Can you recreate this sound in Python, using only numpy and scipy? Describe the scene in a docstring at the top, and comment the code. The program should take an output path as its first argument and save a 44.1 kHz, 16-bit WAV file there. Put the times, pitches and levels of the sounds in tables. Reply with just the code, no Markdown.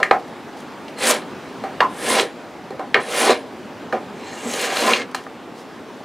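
"""At a workshop bench, close to the microphones, a small metal edge plane takes four strokes along a
hardwood board clamped in a vice. Tearing fibres shake the board, plane body and blade, which ring at
their modes under broad rasp. Knocks and taps of the plane on wood ring the same board and body, light
brushes hiss, faint echoes follow the bench sounds, and the shop's hum is shaped noise drifting slowly."""
import sys
import numpy as np
from scipy import signal
from scipy.fft import rfft, irfft
from scipy.io import wavfile
from scipy.ndimage import uniform_filter1d

SR = 44100
rng = np.random.default_rng(int(sys.argv[2]) if len(sys.argv) > 2 else 0)


def wav_record(signal):
    """Record a signal, one row per channel, as 16-bit PCM in the file named by sys.argv[1]."""
    frames = np.transpose(np.atleast_2d(signal))
    bounded = np.clip(frames, -1, 1)
    # unit amplitude maps onto the largest positive 16-bit level
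    quanta = np.round(bounded * 32767).astype(np.int16)
    wavfile.write(sys.argv[1], SR, quanta)


N = 266584  # length of the scene [samples]

# Modes of board and bench ringing undamped: (frequency [Hz], level [dB], 60 dB decay [s])
BOARD = [(237.5, -11.5, 0.34), (349, -27, 0.98), (467, 13, 0.084), (615, 6, 0.097), (765, 8.5, 0.11),
         (833.6, -3.5, 0.23), (1036, 3.5, 0.11), (1177, 0.5, 0.06)]
# Modes of the plane body ringing undamped: (frequency [Hz], level [dB], 60 dB decay [s])
BODY = [(1219, 14.5, 0.039), (1627, 9.5, 0.054), (1800, 12, 0.065), (1978, -1, 0.25), (2134, 9, 0.062),
        (2400, 13, 0.028), (2650, -6, 0.032), (2794, 8, 0.065), (3210, 12.5, 0.02), (4020, 19, 0.01),
        (4186, 19, 0.015)]


def gain_of(db):
    """Turns decibels into an amplitude factor."""
    return 10 ** (np.asarray(db) / 20)


def evened(x):
    """Scales a signal to rms 1."""
    return x / np.sqrt(np.mean(x ** 2) + 1e-20)


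def read(points, hz):
    """Looks a table up on a log-frequency axis."""
    f, value = np.transpose(points)
    return np.interp(np.log(hz + 1), np.log(f + 1), value)


def band(x, lo_hz, hi_hz, colour=((1, 0), (2, 0))):
    """Keeps what lies between two frequencies, in a given spectral colour, at rms 1."""
    hz = np.fft.rfftfreq(len(x), 1 / SR)
    low_edge = 1 + (lo_hz / (hz + 1)) ** 8
    high_edge = 1 + (hz / hi_hz) ** 8
    edges = 1 / np.sqrt(low_edge * high_edge)
    return evened(irfft(rfft(x) * gain_of(read(colour, hz)) * edges, len(x)))


def add(mix, start_s, sound):
    """Mixes a sound in at its start time, cut off at the end of the scene."""
    part = mix[round(start_s * SR):][:len(sound)]
    part += sound[:len(part)]


def hum():
    """The workshop's air noise: random spectra in a fixed colour, with drifting patches and level."""
    # Colour of the air noise: (frequency [Hz], relative spectral level [dB])
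    hum_colour = [(18, -83), (30, -63), (64, -21), (103, -15.5), (120, -13), (214, -5), (250, 3),
                  (285, -9.5), (316, -2.5), (534, -8.5), (833, -9), (1480, -16), (3700, -26), (9500, -40),
                  (15600, -48)]
    # Slow drift of the hum: (time [s], level [dB])
    hum_level = [(0.0, -35.5), (1.9, -32.5), (2.6, -36.5), (4.2, -34.5), (5.28, -37), (6.04, -35.5)]
    # Likeness of the left and right microphones: (frequency [Hz], correlation [-1 to 1])
    likeness = [(60, 0.85), (180, 0.93), (550, 0.97), (1650, 0.98), (4970, 0.92), (15000, 0.37)]
    frames, hz = N // 256 + 5, np.fft.rfftfreq(1024, 1 / SR)
    a, b, c, d, patches = rng.standard_normal((frames, 513, 5)).T
    patches = uniform_filter1d(patches, 10, 0)  # along frequency
    patches = evened(uniform_filter1d(patches, 12, 1))  # along time
    same = np.clip(read(likeness, hz), -1, 1)[:, None]
    left = a + 1j * b
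    right = same * left + np.sqrt(1 - same ** 2) * (c + 1j * d)
    spectra = np.array([left, right]) * gain_of(read(hum_colour, hz)[:, None] + 1.2 * patches)
    air = signal.istft(spectra, nperseg=1024, noverlap=768)[1][:, :N]
    level_db = np.interp(np.arange(N) / SR, *np.transpose(hum_level))
    return gain_of(level_db) * evened(air)


def shop(x):
    """Sparse echoes of random sign, each band dying at its own speed; the two sides differ a little."""
    # Echo decay: (frequency [Hz], 60 dB decay [s])
    echo_decay = [(200, 0.4), (1000, 0.2), (4000, 0.16), (12000, 0.14)]
    taps = np.zeros((2, SR // 2))
    # One echo at random in every 20 samples
    at = np.arange(200, SR // 2 - 20, 20) + rng.integers(0, 20, (2, (SR // 2 - 201) // 20))
    np.put_along_axis(taps, at, rng.choice([-1., 1.], at.shape), 1)
    shared, side = taps
    taps = shared + 0.14 * side * np.array([[1], [-1]])
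    hz, t, z = signal.stft(taps, SR, nperseg=256)
    fade = gain_of(-60 * t / read(echo_decay, hz)[:, None])
    tail = signal.istft(z * fade, SR, nperseg=256)[1]
    return signal.fftconvolve(x[None], tail / np.linalg.norm(tail[0]), axes=1)[:, :N]


def rasp(x, lo_hz, hi_hz):
    """Gives noise the broad airborne colour of tearing wood between two frequencies."""
    # Colour of the rasp: (frequency [Hz], relative spectral level [dB])
    tear_colour = [(88, -51), (150, -25), (226, -5.5), (396, -7), (463, 0.5), (897, -10), (1030, -3.5),
                   (1110, -8), (2280, -7), (5160, -11.5), (9800, -19.5), (15600, -30.5)]
    return band(x, lo_hz, hi_hz, tear_colour)


def fibres(count, per_s, spread_db):
    """Fibres snap at random moments, mostly small, a few large, their strength in loose clumps."""
    clump = gain_of(1.7 * evened(uniform_filter1d(rng.standard_normal(count), 300)))
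    size = gain_of(spread_db * np.minimum(rng.exponential(1, count), 5))
    size = size * rng.choice([-1, 1], count)
    snaps = rng.random(count) < per_s / SR
    return evened(size * clump * snaps)


def ring(modes, damping, weights=1):
    """The dying tones, one a row, of a pushed object; damping multiplies each decay time."""
    hz, db, t60 = np.transpose(modes)[:, :, None]
    t = np.arange(SR // 3) / SR
    return weights * gain_of(db - 60 * t / (t60 * damping)) * np.sin(2 * np.pi * hz * t)


def near(hz, octaves, damping):
    """The ring of board and body when a contact favours the modes near one pitch."""
    distance = np.log2(np.array(BOARD + BODY)[:, :1] / hz) / max(octaves, .15)
    sign = (-1) ** np.arange(len(distance))[:, None]
    return ring(BOARD + BODY, damping, sign / (1 + distance ** 2) ** 1.25).sum(0)


def brush(start_s, length_s, hiss_db):
    """A thin dry hiss swells and fades as something slides lightly over the wood."""
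    count = round(length_s * SR)
    hiss = rasp(fibres(count, per_s=5000, spread_db=3.0), 2800, 16000)
    return start_s, gain_of(hiss_db) * hiss * np.hanning(count)


def knock(start_s, blow_db, contact_hz, octaves, tick_db, rattle_db, rattle_hz, rattle_octaves):
    """A blow rings modes near its contact pitch, with crack and tick; the sole rattles until it sits."""
    rattle_s = 0.053  # how long the rattle lasts
    t = np.arange(SR // 3) / SR
    rise = 1 - np.exp(-(t / 0.00093) ** 2)
    rung = near(contact_hz, octaves, damping=0.46)
    crack, tick, rattle = rng.standard_normal((3, len(t)))

    crack = band(crack, contact_hz / 2 ** octaves, contact_hz * 2 ** octaves)
    crack = crack * gain_of(-9 - 60 * t / .035)

    # The tick dies fast at first, then along a weaker, longer tail
    tick = rasp(tick, 2300, 14000) * (gain_of(-60 * t / 0.039) + gain_of(-15 - 60 * t / 0.31))
    top_ping = ring(BODY[-1:], 2.5)[0] / gain_of(BODY[-1][1])  # the highest body mode
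    tick = tick + gain_of(3) * top_ping

    rattle = rattle * (1 - np.exp(-t / 0.00067)) * np.exp(-(t / rattle_s) ** 3)
    rattle = signal.fftconvolve(rattle, near(rattle_hz, rattle_octaves, damping=0.34))[:len(t)]
    rattle = rattle / np.sqrt(np.mean(rattle[:round(rattle_s * SR)] ** 2))

    blow = gain_of(blow_db) * (rung / abs(rung).max() + crack) + gain_of(tick_db) * tick
    return start_s, rise * blow + gain_of(rattle_db) * rattle


def shaken(modes, bite_db, damping, lo_hz, hi_hz, rasp_db):
    """A part rings at its modes, each swaying as the grip shifts; a deep bite adds broad rasp."""
    count = len(bite_db)
    force, tearing = (fibres(count, per_s=9000, spread_db=3.0) for _ in range(2))
    grip = uniform_filter1d(rng.standard_normal((len(modes), count)), 4000, axis=1)
    sign = (-1) ** np.arange(len(modes))[:, None]
    sway = gain_of(3.5 * evened(grip)) * sign
    tones = signal.fftconvolve(force[None], ring(modes, damping), axes=1)[:, :count]
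    rung = band((tones * sway).sum(0), lo_hz, hi_hz)
    share = gain_of(rasp_db + .45 * bite_db)  # rasp against ring
    return (rung + share * rasp(tearing, lo_hz, hi_hz)) / np.sqrt(1 + share ** 2)


def stroke(rows, swish_hz, end_s, end_boom_db):
    """Tearing at the edge drives board, body and blade; the hand damps the ring of board and body."""
    # Modes of the blade before the grip favours a pitch: (frequency [Hz], level [dB], 60 dB decay [s])
    blade_modes = [(5650, -6, .01), (6480, 1, .008), (7620, -1, .008), (8400, -2, .008), (9890, 2, .005),
                   (12400, -8, .007)]
    boom_db, end_width_s = -1.5, 0.045  # board against body, and half-width of its swell near the free end
    hiss_db, hiss_follows = -6.5, 0.27  # the blade's lower hiss follows the top hiss by this share
    swish_db_per_octave = 20  # fall of the other blade modes away from the favoured pitch
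    s, *columns = np.transpose(rows)
    t = np.arange(s[0], s[-1], 1 / SR)
    cut_db, top_db = (np.interp(t, s, c) for c in columns)
    board_db = boom_db + end_boom_db / (1 + ((t - end_s) / end_width_s) ** 2)
    low_hiss_db = hiss_db + hiss_follows * top_db
    bite_db = cut_db + 25

    board = gain_of(board_db) * shaken(BOARD, bite_db, .6, 190, 1300, rasp_db=2)
    body = shaken(BODY, bite_db, .6, 1300, 4800, rasp_db=3)
    gripped = [(hz, db - swish_db_per_octave * abs(np.log2(hz / swish_hz)), t60)
               for hz, db, t60 in blade_modes]
    blade = shaken(gripped, bite_db, 1, 4800, 16000, rasp_db=2.5)
    low_hiss = gain_of(low_hiss_db) * band(blade, 4800, 8900)
    top_hiss = gain_of(top_db) * band(blade, 8900, 16000)

    cut = gain_of(cut_db) * (board + body + low_hiss + top_hiss)
    return s[0], cut * signal.windows.tukey(len(t), .1)


def bench_work():
    """Lays out knocks, strokes and brushes in time; small parts radiate no deep bass."""
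    # Light brushes on the wood: (start [s], length [s], hiss level [dB])
    brushes = [(.18, 0.038, -51), (0.253, 0.058, -55), (0.547, 0.099, -48), (5.111, 0.01, -46),
               (5.234, 0.011, -47), (5.534, .12, -48.5)]
    # Knocks of the plane on wood: (time [s], blow level [dB], favoured pitch [Hz], spread [octaves],
    # tick level [dB], settling rattle level [dB], rattle pitch [Hz], rattle spread [octaves])
    knocks = [(.001, -15, 794, 0.59, -40, -27, 690, 0.78), (.029, -1.5, 1760, 0.52, -27, -28.5, 1770, 0.54),
              (.110, 5.5, 880, 1.11, -37, -18, 910, 0.37), (.881, -24.5, 2980, 0.36, -52, -60, 3070, .5),
              (1.637, -17.5, 640, 1.2, -41, -30, 730, .97), (1.804, 0.5, 1140, 1.54, -38, -15, 1020, 0.14),
              (2.196, -2.5, 2700, 0.57, -41, -24, 467, 0.18), (2.705, -22, 500, 0.9, -45, -34.5, 515, 0.82),
              (2.794, -15, 643, 0.83, -45, -30, 800, 0.44), (2.943, 1.5, 2170, 0.6, -42, -16.5, 850, 1.6),
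              (3.293, -0.5, 554, 0.8, -46, -29, 470, .65), (3.649, -30, 800, .7, -60, -55, 500, .55),
              (3.925, -7.5, 1210, 0.5, -39, -20.5, 634, 0.85),
              (4.448, -34, 2300, 0.29, -44, -26.5, 213, 0.39),
              (4.536, -21, 2500, 0.55, -26.5, -30.5, 470, .46),
              (4.934, -0.5, 2710, 0.25, -42, -50, 2380, .5), (5.146, -9, 1060, 0.65, -24, -38.5, 1840, 1.1),
              (5.265, -21.5, 1050, .55, -55, -50, 840, .5)]
    # One table a stroke: (time [s], level of the cut [dB], top hiss relative to the cut [dB])
    strokes = [
        [(.95, -64, -22), (.986, -36.5, -10), (1.034, -21.5, -15), (1.112, -17.5, -3.5), (1.13, -23, -22),
         (1.164, -30, -16), (1.26, -52, -40)],
        [(1.88, -55, -7), (1.928, -46.5, -8), (2.096, -22.5, -9.5), (2.19, -20, -18), (2.215, -25, -12),
         (2.298, -48, -34), (2.32, -56, -28)],
        [(2.99, -33, -25), (3.046, -37.5, -13), (3.124, -29, -7.5), (3.204, -20.5, -9), (3.27, -22, -12.5),
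         (3.314, -18.5, -21), (3.33, -26, -21), (3.44, -57, -33)],
        [(4.1, -60, -14), (4.254, -40, -23), (4.44, -36.5, -11.5), (4.52, -30.5, -9.5), (4.648, -25.5, -11),
         (4.7, -28, -17), (4.782, -24, -11.5), (4.92, -22, -16), (4.95, -25.5, -18), (5.02, -31.5, -32),
         (5.08, -57, -31)],
    ]
    # Blade pitch that each stroke's grip favours: one column (frequency [Hz])
    swish_pitches = [9000, 9900, 10000, 6200]
    # Each stroke nears the free end of the board: (time [s], added board boom [dB])
    board_ends = [(1.14, 2.5), (2.17, 5.5), (3.3, 9.5), (4.88, 8.5)]
    work = np.zeros(N)
    for row in knocks:
        add(work, *knock(*row))
    for rows, swish_hz, end in zip(strokes, swish_pitches, board_ends):
        add(work, *stroke(rows, swish_hz, *end))
    for row in brushes:
        add(work, *brush(*row))
    bass_cut = signal.butter(4, 190, "high", fs=SR, output="sos")
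    return signal.sosfilt(bass_cut, work)


def scene():
    """The bench sounds close to two microphones, their echoes, and the hum."""
    # Balance of the bench sounds: (frequency [Hz], left over right [dB])
    lean = [(60, -8), (180, 1.5), (550, -2), (1650, 0.5), (4970, 0.0), (15000, -0.5)]
    work = bench_work()
    lean_db = read(lean, np.fft.rfftfreq(N, 1 / SR)) * [[.5], [-.5]]
    # A slope added left and taken off right: treble reaches the left microphone a little sooner
    skew = gain_of(-30.5) * work.std() * band(np.gradient(work), 3600, 14800)
    near_sound = irfft(rfft(work) * gain_of(lean_db), N) + skew * [[1], [-1]]
    return near_sound + gain_of(-11.0) * shop(work) + hum()


def record(dry):
    """The loudest blows round off against full scale; then a bass cut and the band limit."""
    edge_hz = 15770  # upper band limit
    held = dry / (1 + abs(dry) ** 6) ** (1 / 6)
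    held = signal.sosfilt(signal.butter(2, 60, "high", fs=SR, output="sos"), held)
    low_pass = signal.firwin(511, edge_hz, window=("kaiser", 9), fs=SR)
    return signal.oaconvolve(held, low_pass[None], "same")


dry = scene()
out = record(dry)
wav_record(out)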